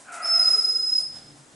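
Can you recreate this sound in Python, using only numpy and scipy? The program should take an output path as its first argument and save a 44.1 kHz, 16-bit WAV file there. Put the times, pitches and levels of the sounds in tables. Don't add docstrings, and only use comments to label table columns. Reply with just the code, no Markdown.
import sys
import numpy as np
from scipy import signal
from scipy.fft import rfft, irfft
from scipy.io import wavfile

SR = 44100
rng = np.random.default_rng(int(sys.argv[2]) if len(sys.argv) > 2 else 0)


def master(y):
    cut = np.clip(np.atleast_2d(y).T, -1, 1)
    pcm = np.round(cut * 32767)
    wavfile.write(sys.argv[1], SR, pcm.astype(np.int16))


N = 68355
T = np.arange(N) / SR
HZ = np.fft.rfftfreq(N, 1 / SR)
BAND_LIMIT_HZ = 11150


def amp(db):
    return 10 ** (np.asarray(db) / 20)


def unit(x):
    return x / np.sqrt(np.mean(x ** 2) + 1e-20)


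def read(points, hz):
    f, value = np.transpose(points)
    return np.interp(np.log(hz + 1), np.log(f + 1), value)


def curve(rows):
    time_s, *columns = np.transpose(rows)
    return [np.interp(T, time_s, column) for column in columns]


def gate(rows):
    return np.clip(np.minimum(T - rows[0][0], rows[-1][0] - T) / .004, 0, 1)


def wander(rate_hz):
    return unit(irfft(rfft(rng.standard_normal(N)) / (1 + (HZ / rate_hz) ** 4), N))


def mic_pair(spectra):
    # frequency_hz, correlation
    likeness = [(100, 1), (700, 0.93), (1400, 0.92), (3000, 0.7), (5000, 0.86), (8000, 0.85), (11000, 0.39)]
    same = np.clip(read(likeness, HZ), -1, 1)
    return np.array([spectra[0], same * spectra[0] + np.sqrt(1 - same ** 2) * spectra[1]])


def noise(colour, resonances=()):
    peaks_db = sum(boost / (1 + (2 * (HZ - hz) / width) ** 2) for hz, width, boost in resonances)
    white = mic_pair(rfft(rng.standard_normal((2, N))))
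    return unit(irfft(white * amp(read(colour, HZ) + peaks_db), N))


def room(x, wet_db, gap_s=.004, early_db=3, early_s=0.018):
    # frequency_hz, decay_s
    reverb_time = [(150, 0.33), (700, 0.91), (1400, 0.82), (5000, 0.6), (8000, 0.73), (11000, 0.22)]
    echoes = rng.standard_normal((2, N)) * (rng.random(N) < 3000 / SR)
    hz, t, bands = signal.stft(irfft(mic_pair(rfft(echoes)), N), SR, nperseg=256)
    decay = amp(-60 * t / read(reverb_time, hz)[:, None])
    tail = signal.istft(bands * decay, SR, nperseg=256)[1][:, :N]
    tail = tail * (T > gap_s) * amp(early_db * np.exp(-T / early_s))
    tail /= np.sqrt(np.mean(abs(rfft(tail)[:, HZ < BAND_LIMIT_HZ]) ** 2))
    wet = signal.fftconvolve(x[None], tail, axes=1)[:, :N]
    return (x + amp(wet_db) * wet) / np.sqrt(1 + amp(wet_db) ** 2)


def room_tone(hum_hz=291.8):
    # frequency_hz, gain_db
    room_colour = [(20, -15), (45, -21), (70, -13), (150, -5), (290, 2), (400, -2), (750, -8.5),
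                   (1100, -17.5), (2500, -14.5), (5000, -12), (8000, -8), (11000, -15)]
    # frequency_hz, gain_db
    hiss_colour = [(20, -19), (70, -11), (160, -3), (300, -0.5), (700, 0), (1400, 0.5), (3000, -10.5),
                   (5000, -15), (10000, -26)]
    hum = np.sin(2 * np.pi * hum_hz * T + 0.63 * wander(4.9)) * amp(-65.5 + 2.25 * wander(13))
    hiss = unit(irfft(rfft(rng.standard_normal((2, N))) * amp(read(hiss_colour, HZ)), N))
    return amp(-55) * noise(room_colour) + amp(-58) * hiss + np.sqrt(2) * hum


def feet():
    # time_s, rumble_db, shuffle_db
    movement = [(.95, -94, -65), (1.04, -66, -54.5), (1.10, -63, -59.5), (1.17, -68, -47),
                (1.25, -52.5, -54.5), (1.34, -50.5, -56.5), (1.42, -60, -63), (1.55, -64, -57)]
    # frequency_hz, gain_db
    rumble_colour = [(50, -42.5), (100, -17), (125, 2.5), (145, 12.5), (180, -12), (250, -17), (295, 2.5),
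                     (350, -13), (900, -43)]
    # frequency_hz, gain_db
    shuffle_colour = [(60, -11), (200, -2), (400, -14.5), (780, -8.5), (1050, -25), (1400, -14.5),
                      (2500, -23.5), (3500, -15), (6000, -21.5)]
    rumble_db, shuffle_db = curve(movement)
    rumble = amp(rumble_db) * noise(rumble_colour)
    shuffle = amp(shuffle_db) * noise(shuffle_colour)
    return (T > movement[0][0]) * (rumble + shuffle)


def scuffs():
    # start_s, level_db, rise_s, decay_s
    slides = [(-.02, -47, 0.017, 0.078), (0.119, -42, 0.0026, 0.071), (0.138, -43, 0.0052, 0.03),
              (0.255, -40, 0.00092, 0.048), (0.462, -38.5, 0.0093, 0.065), (0.966, -48, 0.048, 0.03),
              (1.119, -50, 0.039, 0.042), (1.35, -54, 0.023, 0.065)]
    # frequency_hz, gain_db
    friction_colour = [(50, -42), (200, -30), (600, 11.5), (1500, 4), (3000, -1), (4500, 1), (6000, 4),
                       (8000, 9), (11000, 2.5)]
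    level = np.zeros(N)
    for start_s, level_db, rise_s, decay_s in slides:
        rise = np.clip((T - start_s) / rise_s, 0, 1)
        decay = np.exp(-np.maximum(T - start_s - rise_s, 0) / decay_s)
        level += amp(level_db) * rise * decay
    friction = noise(friction_colour)[0]
    grit = amp(0.91 * wander(350))
    return room(level * friction * grit, wet_db=-6.5)


def nose_air():
    # time_s, level_db
    breath = [(.24, -59), (.28, -44.5), (.40, -40.5), (.52, -39.5), (.68, -42.5), (.84, -45), (.94, -43.5),
              (1.0, -41), (1.02, -45)]
    # frequency_hz, gain_db
    colour = [(150, -20), (1000, -10.5), (2400, -9), (3100, -14.5), (4000, -2), (4500, -13), (5600, 5),
              (6400, -4), (7400, 1.5), (8200, -2.5), (9000, 0.5), (11000, -6)]
    # centre_hz, width_hz, boost_db
    nose = [(5700, 61, 0), (6936, 260, 11), (7850, 350, 7)]
    level = amp(curve(breath)[0]) * gate(breath)
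    diffuse = level * noise(colour, nose)
    echoing = room(level * noise(colour, nose)[0], wet_db=-0.5)
    return amp(-3.5) * diffuse + amp(-6) * echoing


def whimper():
    # time_s, pitch_hz, level_db
    note = [(.45, 410, -64), (.50, 414.8, -54), (.59, 444.6, -44), (.65, 451.3, -62), (.69, 452.7, -52.5),
            (.76, 451, -53), (.81, 445, -75)]
    pitch_hz, level_db = curve(note)
    phase = 2 * np.pi * np.cumsum(pitch_hz * (1 + 0.013 * wander(65))) / SR
    return room(np.sqrt(2) * amp(level_db) * gate(note) * np.sin(phase), wet_db=-0.5)


def whine(jitter=.034):
    # time_s, pitch_hz, effort_db
    voice = [(.04, 737.6, -51), (.088, 746.2, -37), (.11, 687.4, -35.5), (.17, 678, -35), (.24, 676, -32),
             (.30, 681.6, -36), (.38, 683.6, -35), (.46, 666.2, -37.5), (.56, 666.6, -40.5),
             (.625, 675, -53), (.69, 682.7, -41), (.73, 679, -56), (.88, 690, -47.5), (.92, 681, -57)]
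    # multiple, gain_at_full_effort_db, growth_db_per_db
    harmonics = [(1, -11, 1.1), (2, -1, 0.5), (3, -17, 0.7), (4, -28.5, 0.7)]
    # frequency_hz, gain_db
    rasp_colour = [(60, -55), (250, -18), (500, -17), (700, 4), (950, -13), (1350, -1), (1750, -9.5),
                   (2600, -9), (3100, -19.5), (5000, -43)]
    # centre_hz, width_hz, boost_db
    throat = [(1268, 50, 11.5), (1460, 18, -1), (1864, 25, 4), (2200, 35, 3), (2346, 110, 6), (2568, 74, 9)]
    pitch_hz, effort_db = curve(voice)
    from_peak_db = effort_db - effort_db.max()
    phase = 2 * np.pi * np.cumsum(pitch_hz * (1 + jitter * wander(130))) / SR
    folds = sum(amp(db + growth * from_peak_db) * np.sin(k * phase) for k, db, growth in harmonics)
    rasp = amp(-7.5 + 0.24 * from_peak_db) * noise(rasp_colour, throat)[0]
    return room(amp(effort_db) * gate(voice) * (np.sqrt(2) * folds + rasp), wet_db=2.5)


def whistle(jitter=.0008, split_s=.42, beat_hz=31.06):
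    # time_s, pitch_hz
    pitch = [(.212, 4740), (.24, 5163), (.26, 5274), (.30, 5234), (.33, 5214), (.36, 5198), (.385, 5110),
             (.415, 5098), (.44, 5020), (.468, 5133), (.50, 5115), (.55, 5078), (.585, 5110), (.62, 5042),
             (.68, 5069), (.72, 5065), (.79, 5097), (.85, 5095), (.91, 5118), (.975, 5103), (.993, 5012),
             (1.012, 4480)]
    # time_s, level_db
    strength = [(.216, -51), (.232, -32), (.26, -24.5), (.32, -21), (.365, -15.5), (.41, -23), (.48, -18.5),
                (.57, -24.5), (.68, -23.5), (.76, -25.5), (.88, -26.5), (.975, -21.5), (.996, -24.5),
                (1.014, -53)]
    # time_s, level_db
    octave_strength = [(.21, -52), (.226, -38), (.25, -45), (.29, -46), (.39, -40), (.66, -39.5),
                       (.78, -46), (.95, -50), (1.006, -37.5), (1.025, -62)]
    pitch_hz = curve(pitch)[0] * (1 + jitter * wander(60))
    phase = 2 * np.pi * np.cumsum(pitch_hz) / SR
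    split = np.clip((T - split_s) / 0.027, 0, 1)
    apart = np.pi * np.cumsum(split * beat_hz * (1 + 0.24 * wander(9.3))) / SR
    lower_gain = split * amp(-1)
    strands = (np.sin(phase + apart) + lower_gain * np.sin(phase - apart)) / np.sqrt(1 + lower_gain ** 2)
    tone = amp(curve(strength)[0]) * gate(strength) * strands
    octave = amp(curve(octave_strength)[0]) * gate(octave_strength) * np.sin(2 * phase)
    lean_right = amp([[-1.75], [1.75]])
    return np.sqrt(2) * (room(tone, wet_db=1) + lean_right * room(octave, wet_db=8))


def scene():
    return whistle() + whine() + whimper() + nose_air() + scuffs() + feet() + room_tone()


def record(dry):
    # frequency_hz, left_minus_right_db
    balance = [(100, .6), (1400, 1.1), (2800, 0.3), (5100, -1.2), (7500, 0), (10200, -1)]
    tilted = irfft(rfft(dry) * amp(np.array([[.5], [-.5]]) * read(balance, HZ)), N)
    low_pass = signal.firwin(511, BAND_LIMIT_HZ, window=("kaiser", 9), fs=SR)
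    return signal.oaconvolve(tilted, low_pass[None], "same")


dry = scene()
out = record(dry)
master(out)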